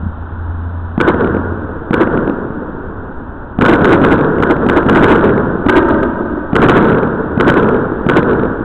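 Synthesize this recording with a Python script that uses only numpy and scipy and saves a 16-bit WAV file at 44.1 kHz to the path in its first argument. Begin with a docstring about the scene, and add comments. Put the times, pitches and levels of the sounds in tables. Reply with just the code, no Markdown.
"""Fireworks go off one after another at night, a few houses away. Each shot arrives as a dull thump
over the roofs, then as sharp slaps off the houses and a long rolling echo. Early on, a car passes with
a droning exhaust and hissing tyres and fades down the street. Soft far thuds and the town's low rumble
lie behind. A small, muffled surveillance camera microphone overloads on every bang."""
import sys
import numpy as np
from scipy import signal
from scipy.io import wavfile

SR = 44100
rng = np.random.default_rng(int(sys.argv[2]) if len(sys.argv) > 2 else 0)


def file_out(sig):
    """Save sig as 16-bit WAV at sys.argv[1]."""
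    # one column per channel
    cols = np.atleast_2d(sig).T
    # limit, then scale
    lim = np.clip(cols, -1, 1)
    pcm = np.round(lim * 32767).astype(np.int16)
    wavfile.write(sys.argv[1], SR, pcm)


N = 381024


def fireworks(drift_radians_per_s=0.795):
    """All shots travel the same paths, while moving air slowly reshuffles the rolling echo."""
    # Each row: start of a shot in seconds, strength in dB, extra strength of its crack in dB.
    shots = [(0.9785, -1.5, 1), (1.908, -1.5, -1), (3.5878, 0.5, -0.5), (3.6277, -1.5, 1),
             (3.8212, -0.5, 1), (4.0155, -2, 0.5), (4.4011, -3, 0), (4.6644, -1.5, 0.5), (4.8641, -1.5, 0),
             (4.9258, -1.5, -0.5), (5.0098, 0, 0.5), (5.6624, -1, 0), (5.6656, -1, 0), (6.531, 0, 0.5),
             (6.5947, -3.5, 0), (6.6623, 0, 0.5), (7.3758, -0.5, 0), (7.4663, -3.5, 1.5), (8.0647, 0, 0)]
    booms, cracks = np.zeros((2, N))
    for start, db, crack_db in shots:
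        add(booms, start, amp([db]))
        add(cracks, start, amp([db + crack_db]))
    air = drift_radians_per_s * np.arange(N) / SR
    out = np.zeros(N)
    for hits, slaps, echo_a, echo_b in zip((booms, cracks), house_slaps(), roll(), roll()):
        out += through(hits, slaps)
        out += through(hits * np.cos(air), echo_a) + through(hits * np.sin(air), echo_b)
    return out


def blast(split_hz=734):
    """A blast in two parts: the low boom bends round things, the high crack needs a clear path."""
    # The tone of the blast. Each row: frequency in Hz, relative level in dB.
    spectrum = [(30, -18.5), (100, -8), (200, -2.5), (330, -2), (470, -4.5), (620, -12.5), (780, -16.5),
                (1500, -8.5), (4000, -27)]
    pulse = pulse_from(spectrum)
    return band(pulse, split_hz, "low"), band(pulse, split_hz, "high", order=3)


def house_slaps(smear_s=.0013, smear_s_per_s=.005, rough_share=0.52, crack_share_db=-12):
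    """One shot comes over the roofs, then bounces off each wall. Returns its booms and its cracks."""
    # Loud house fronts. Each row: echo delay in seconds, boom gain in dB, crack gain in dB.
    house_fronts = [(.0238, -5, 8.5), (0.0261, -7.5, 5.5), (.0326, -2, 13.5), (.0352, 3, 8),
                    (.0711, -2.5, -6.5), (.124, -7, -2), (.165, -1.5, -22), (.222, -8.5, 1.5),
                    (.267, -5, -16), (.369, -3, -16), (.389, -3.5, -3.5), (.544, -9, -18.5)]
    boom, crack = (part / abs(part).max() for part in blast())
    t = np.arange(len(boom)) / SR
    booms, cracks = np.zeros((2, 2 * SR))
    add(booms, 0, thump(hz=220, decay_s=.0017, peak_db=5))
    for delay, boom_db, crack_db in house_fronts + lesser_walls():
        # Eaves and porches draw each slap out, more so from far away.
        smear = smear_s + smear_s_per_s * delay
        wall = rough_share * unit(rng.standard_normal(len(t)) * t * np.exp(-2 * t / smear))
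        wall[0] += 1  # the clean bounce off the flat face
        add(booms, delay, amp(boom_db) * through(boom, wall))
        add(cracks, delay, amp(crack_db) * through(crack, wall))
    add(booms, .0978, flutter(boom + amp(crack_share_db) * crack, spacing_s=.0022, gain_db=4.0))
    return booms, cracks


def thump(hz, decay_s, peak_db):
    """A pressure wave that lost its treble bending over the roofs: a push, a pull, little more."""
    t = np.arange(SR // 8) / SR
    wave = np.sin(2 * np.pi * hz * t) * (t / decay_s) ** .5 * np.exp(-t / decay_s)
    return amp(peak_db) * wave / abs(wave).max()


def lesser_walls(count=14, from_s=.28, to_s=1.2, base_db=-9, db_per_s=-8, extra_crack_db=-8):
    """Walls at random distances, the farther the weaker. Each row: delay, boom gain, crack gain."""
    delay = from_s + (to_s - from_s) * (np.arange(count) + rng.random(count)) / count
    boom_db = base_db + db_per_s * delay
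    return list(zip(delay, boom_db, boom_db + extra_crack_db))


def flutter(pulse, spacing_s, gain_db, widening=.05, count=8):
    """A row of surfaces returns quick echoes, ever wider apart: a short knock that falls in pitch."""
    bounces = np.zeros(SR // 8)
    for k, strength in enumerate(np.hanning(count + 2)[1:-1]):
        add(bounces, k * spacing_s * (1 + widening * k), np.array([strength]))
    return amp(gain_db) * through(bounces, pulse)


def roll(length_s=2.6):
    """The rolling echo of a boom and of a crack: each area around answers, swells and dies away."""
    # Echoing areas, by name. Each row: delay, rise time and time to fade by 60 dB, all in seconds,
    # then boom level and crack level in dB.
    areas = dict(gardens=(0, 0.0272, 1, -15, -40), near_houses=(.022, .033, 1.0, -25, -16.5),
             street=(.078, .03, .2, -9.5, -11.5), next_street=(.14, 0.097, 1.12, -14, -20.5),
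             town=(0.22, 0.12, 5.5, -23.5, -29.5))
    t = np.arange(0, length_s, 1 / SR)
    powers = np.zeros((2, len(t)))
    for delay, rise, fade, *levels_db in areas.values():
        swell = np.clip((t - delay) / rise, 0, 1)
        decay = np.exp(-np.log(1000) * np.maximum(t - delay - rise, 0) / fade)
        powers += np.outer(amp(levels_db), swell * decay) ** 2
    return [through(rng.standard_normal(len(t)) * np.sqrt(power), unit(part))
            for power, part in zip(powers, blast())]


def car(exhaust_db=-24.5, second_harmonic_db=-26, third_harmonic_db=-20, tyre_db=-35):
    """A droning car speeds up gently, passes, then eases off as the houses block its sound."""
    # The tone of the tyre noise. Each row: frequency in Hz, relative level in dB.
    tyres = [(40, -5.5), (120, -1.5), (240, 3), (330, -5), (600, -16.5), (1100, -11), (1600, -4.5),
             (4000, -6.5)]
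    pass_s, pass_width_s, hidden_from_s, hidden_db_per_s = .65, .8, 1.5, -22
    start_hz, speeding_hz_per_s, easing_hz_per_s = 82.8, 3.8, -7
    swell_peak_s, swell_period_s, wall_share = 0.64, 0.89, 0.36
    t = np.arange(N) / SR
    time_hidden = np.maximum(t - hidden_from_s, 0)
    nearness = amp(hidden_db_per_s * time_hidden) / np.hypot(1, (t - pass_s) / pass_width_s)
    # The drone swells and sinks as its echo off a wall moves in and out of step.
    swell = abs(1 + wall_share * np.exp(2j * np.pi * (t - swell_peak_s) / swell_period_s))
    firing_hz = start_hz + speeding_hz_per_s * (t - time_hidden) + easing_hz_per_s * time_hidden
    phase = 2 * np.pi * np.cumsum(firing_hz) / SR
    overtones = amp(second_harmonic_db) * np.sin(2 * phase) + amp(third_harmonic_db) * np.sin(3 * phase)
    exhaust = np.sqrt(2) * amp(exhaust_db) * swell * (np.sin(phase) + overtones)
    return nearness * (exhaust + amp(tyre_db) * noise(tyres))


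def far_thuds(muffle_hz=260):
    """Distance leaves these soft thuds only their bass: a short knock on a longer boom."""
    # Each row: start in seconds, then boom peak and knock peak in dB before muffling.
    thuds = [(.024, -22, -18), (.057, -16, -15), (2.969, -24, -40.5)]
    out = np.zeros(N)
    for start, boom_db, knock_db in thuds:
        add(out, start, thump(hz=88, decay_s=.017, peak_db=boom_db))
        add(out, start, thump(hz=195, decay_s=.0065, peak_db=knock_db))
    return band(out, muffle_hz, "low", order=4)


def town_rumble(level_db=-28.5):
    """The steady low noise of the town at night."""
    # The tone of the rumble. Each row: frequency in Hz, relative level in dB.
    spectrum = [(15, -4.5), (45, -8), (80, -4), (130, -15.5), (250, -14), (500, -25), (1500, -23.5),
                (4000, -39)]
    return amp(level_db) * noise(spectrum)


def amp(db):
    """Turns decibels into a multiplier."""
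    return 10 ** (np.asarray(db) / 20)


def unit(x):
    """Scales a sound to an energy of 1."""
    return x / np.sqrt(np.sum(x ** 2) + 1e-20)


def add(mix, start_s, sound):
    """Mixes a sound in at the given time."""
    part = mix[max(round(start_s * SR), 0):][:len(sound)]
    part += sound[:len(part)]


def through(x, response):
    """Sends a sound through an echo or filter (convolution), keeping its length."""
    return signal.oaconvolve(x, response)[:len(x)]


def pulse_from(spectrum, size=8192):
    """A pulse with the given (Hz, dB) rows, its energy as early as possible (minimum phase)."""
    hz, db = np.transpose(spectrum)
    grid_hz = abs(np.fft.fftfreq(size, 1 / SR)) + 1
    log_gain = np.log(amp(np.interp(np.log(grid_hz), np.log(hz), db)))
    return np.fft.ifft(np.exp(np.conj(signal.hilbert(log_gain)))).real[:size // 2]


def band(x, hz, kind, order=2):
    """Keeps the "low" or the "high" side of a frequency."""
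    return signal.sosfilt(signal.butter(order, hz, kind, fs=SR, output="sos"), x)


def noise(spectrum):
    """Noise of average power 1, shaped by (Hz, dB) rows."""
    return through(rng.standard_normal(N), unit(pulse_from(spectrum)))


def scene():
    """Fireworks, the car and far thuds over the rumble of the town."""
    return (fireworks() + car() + far_thuds() + town_rumble())[None]


def record(dry, camera_sr=8000, input_limit=.696, output_limit=.707, top_hz=15900):
    """The muffled microphone overloads the camera's coarse converter, which cuts the peaks flat."""
    # The tone of the microphone in its housing. Each row: frequency in Hz, gain in dB.
    microphone = [(10, 2.5), (50, 2), (750, 4), (960, 7.5), (1200, 2), (1480, 5), (1650, -1), (1850, -10),
                  (2100, -22), (3600, -14), (4200, -13.5)]
    muffled = through(dry[0], pulse_from(microphone))
    camera_filter = signal.firwin(15001, camera_sr / 2, window=("kaiser", 9), fs=SR * 80)
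    coarse = signal.resample_poly(muffled, camera_sr, SR, window=camera_filter)
    clipped = np.clip(coarse, -input_limit, input_limit)
    smooth = signal.resample_poly(clipped, SR, camera_sr, window=camera_filter)[:N]
    # Peaks between the coarse samples are cut flat again and spit treble.
    harsh = np.clip(smooth, -output_limit, output_limit)
    treble_cut = signal.firwin(511, top_hz, window=("kaiser", 9), fs=SR)
    return signal.oaconvolve(harsh, treble_cut, "same")[None]


dry = scene()
out = record(dry)
file_out(out)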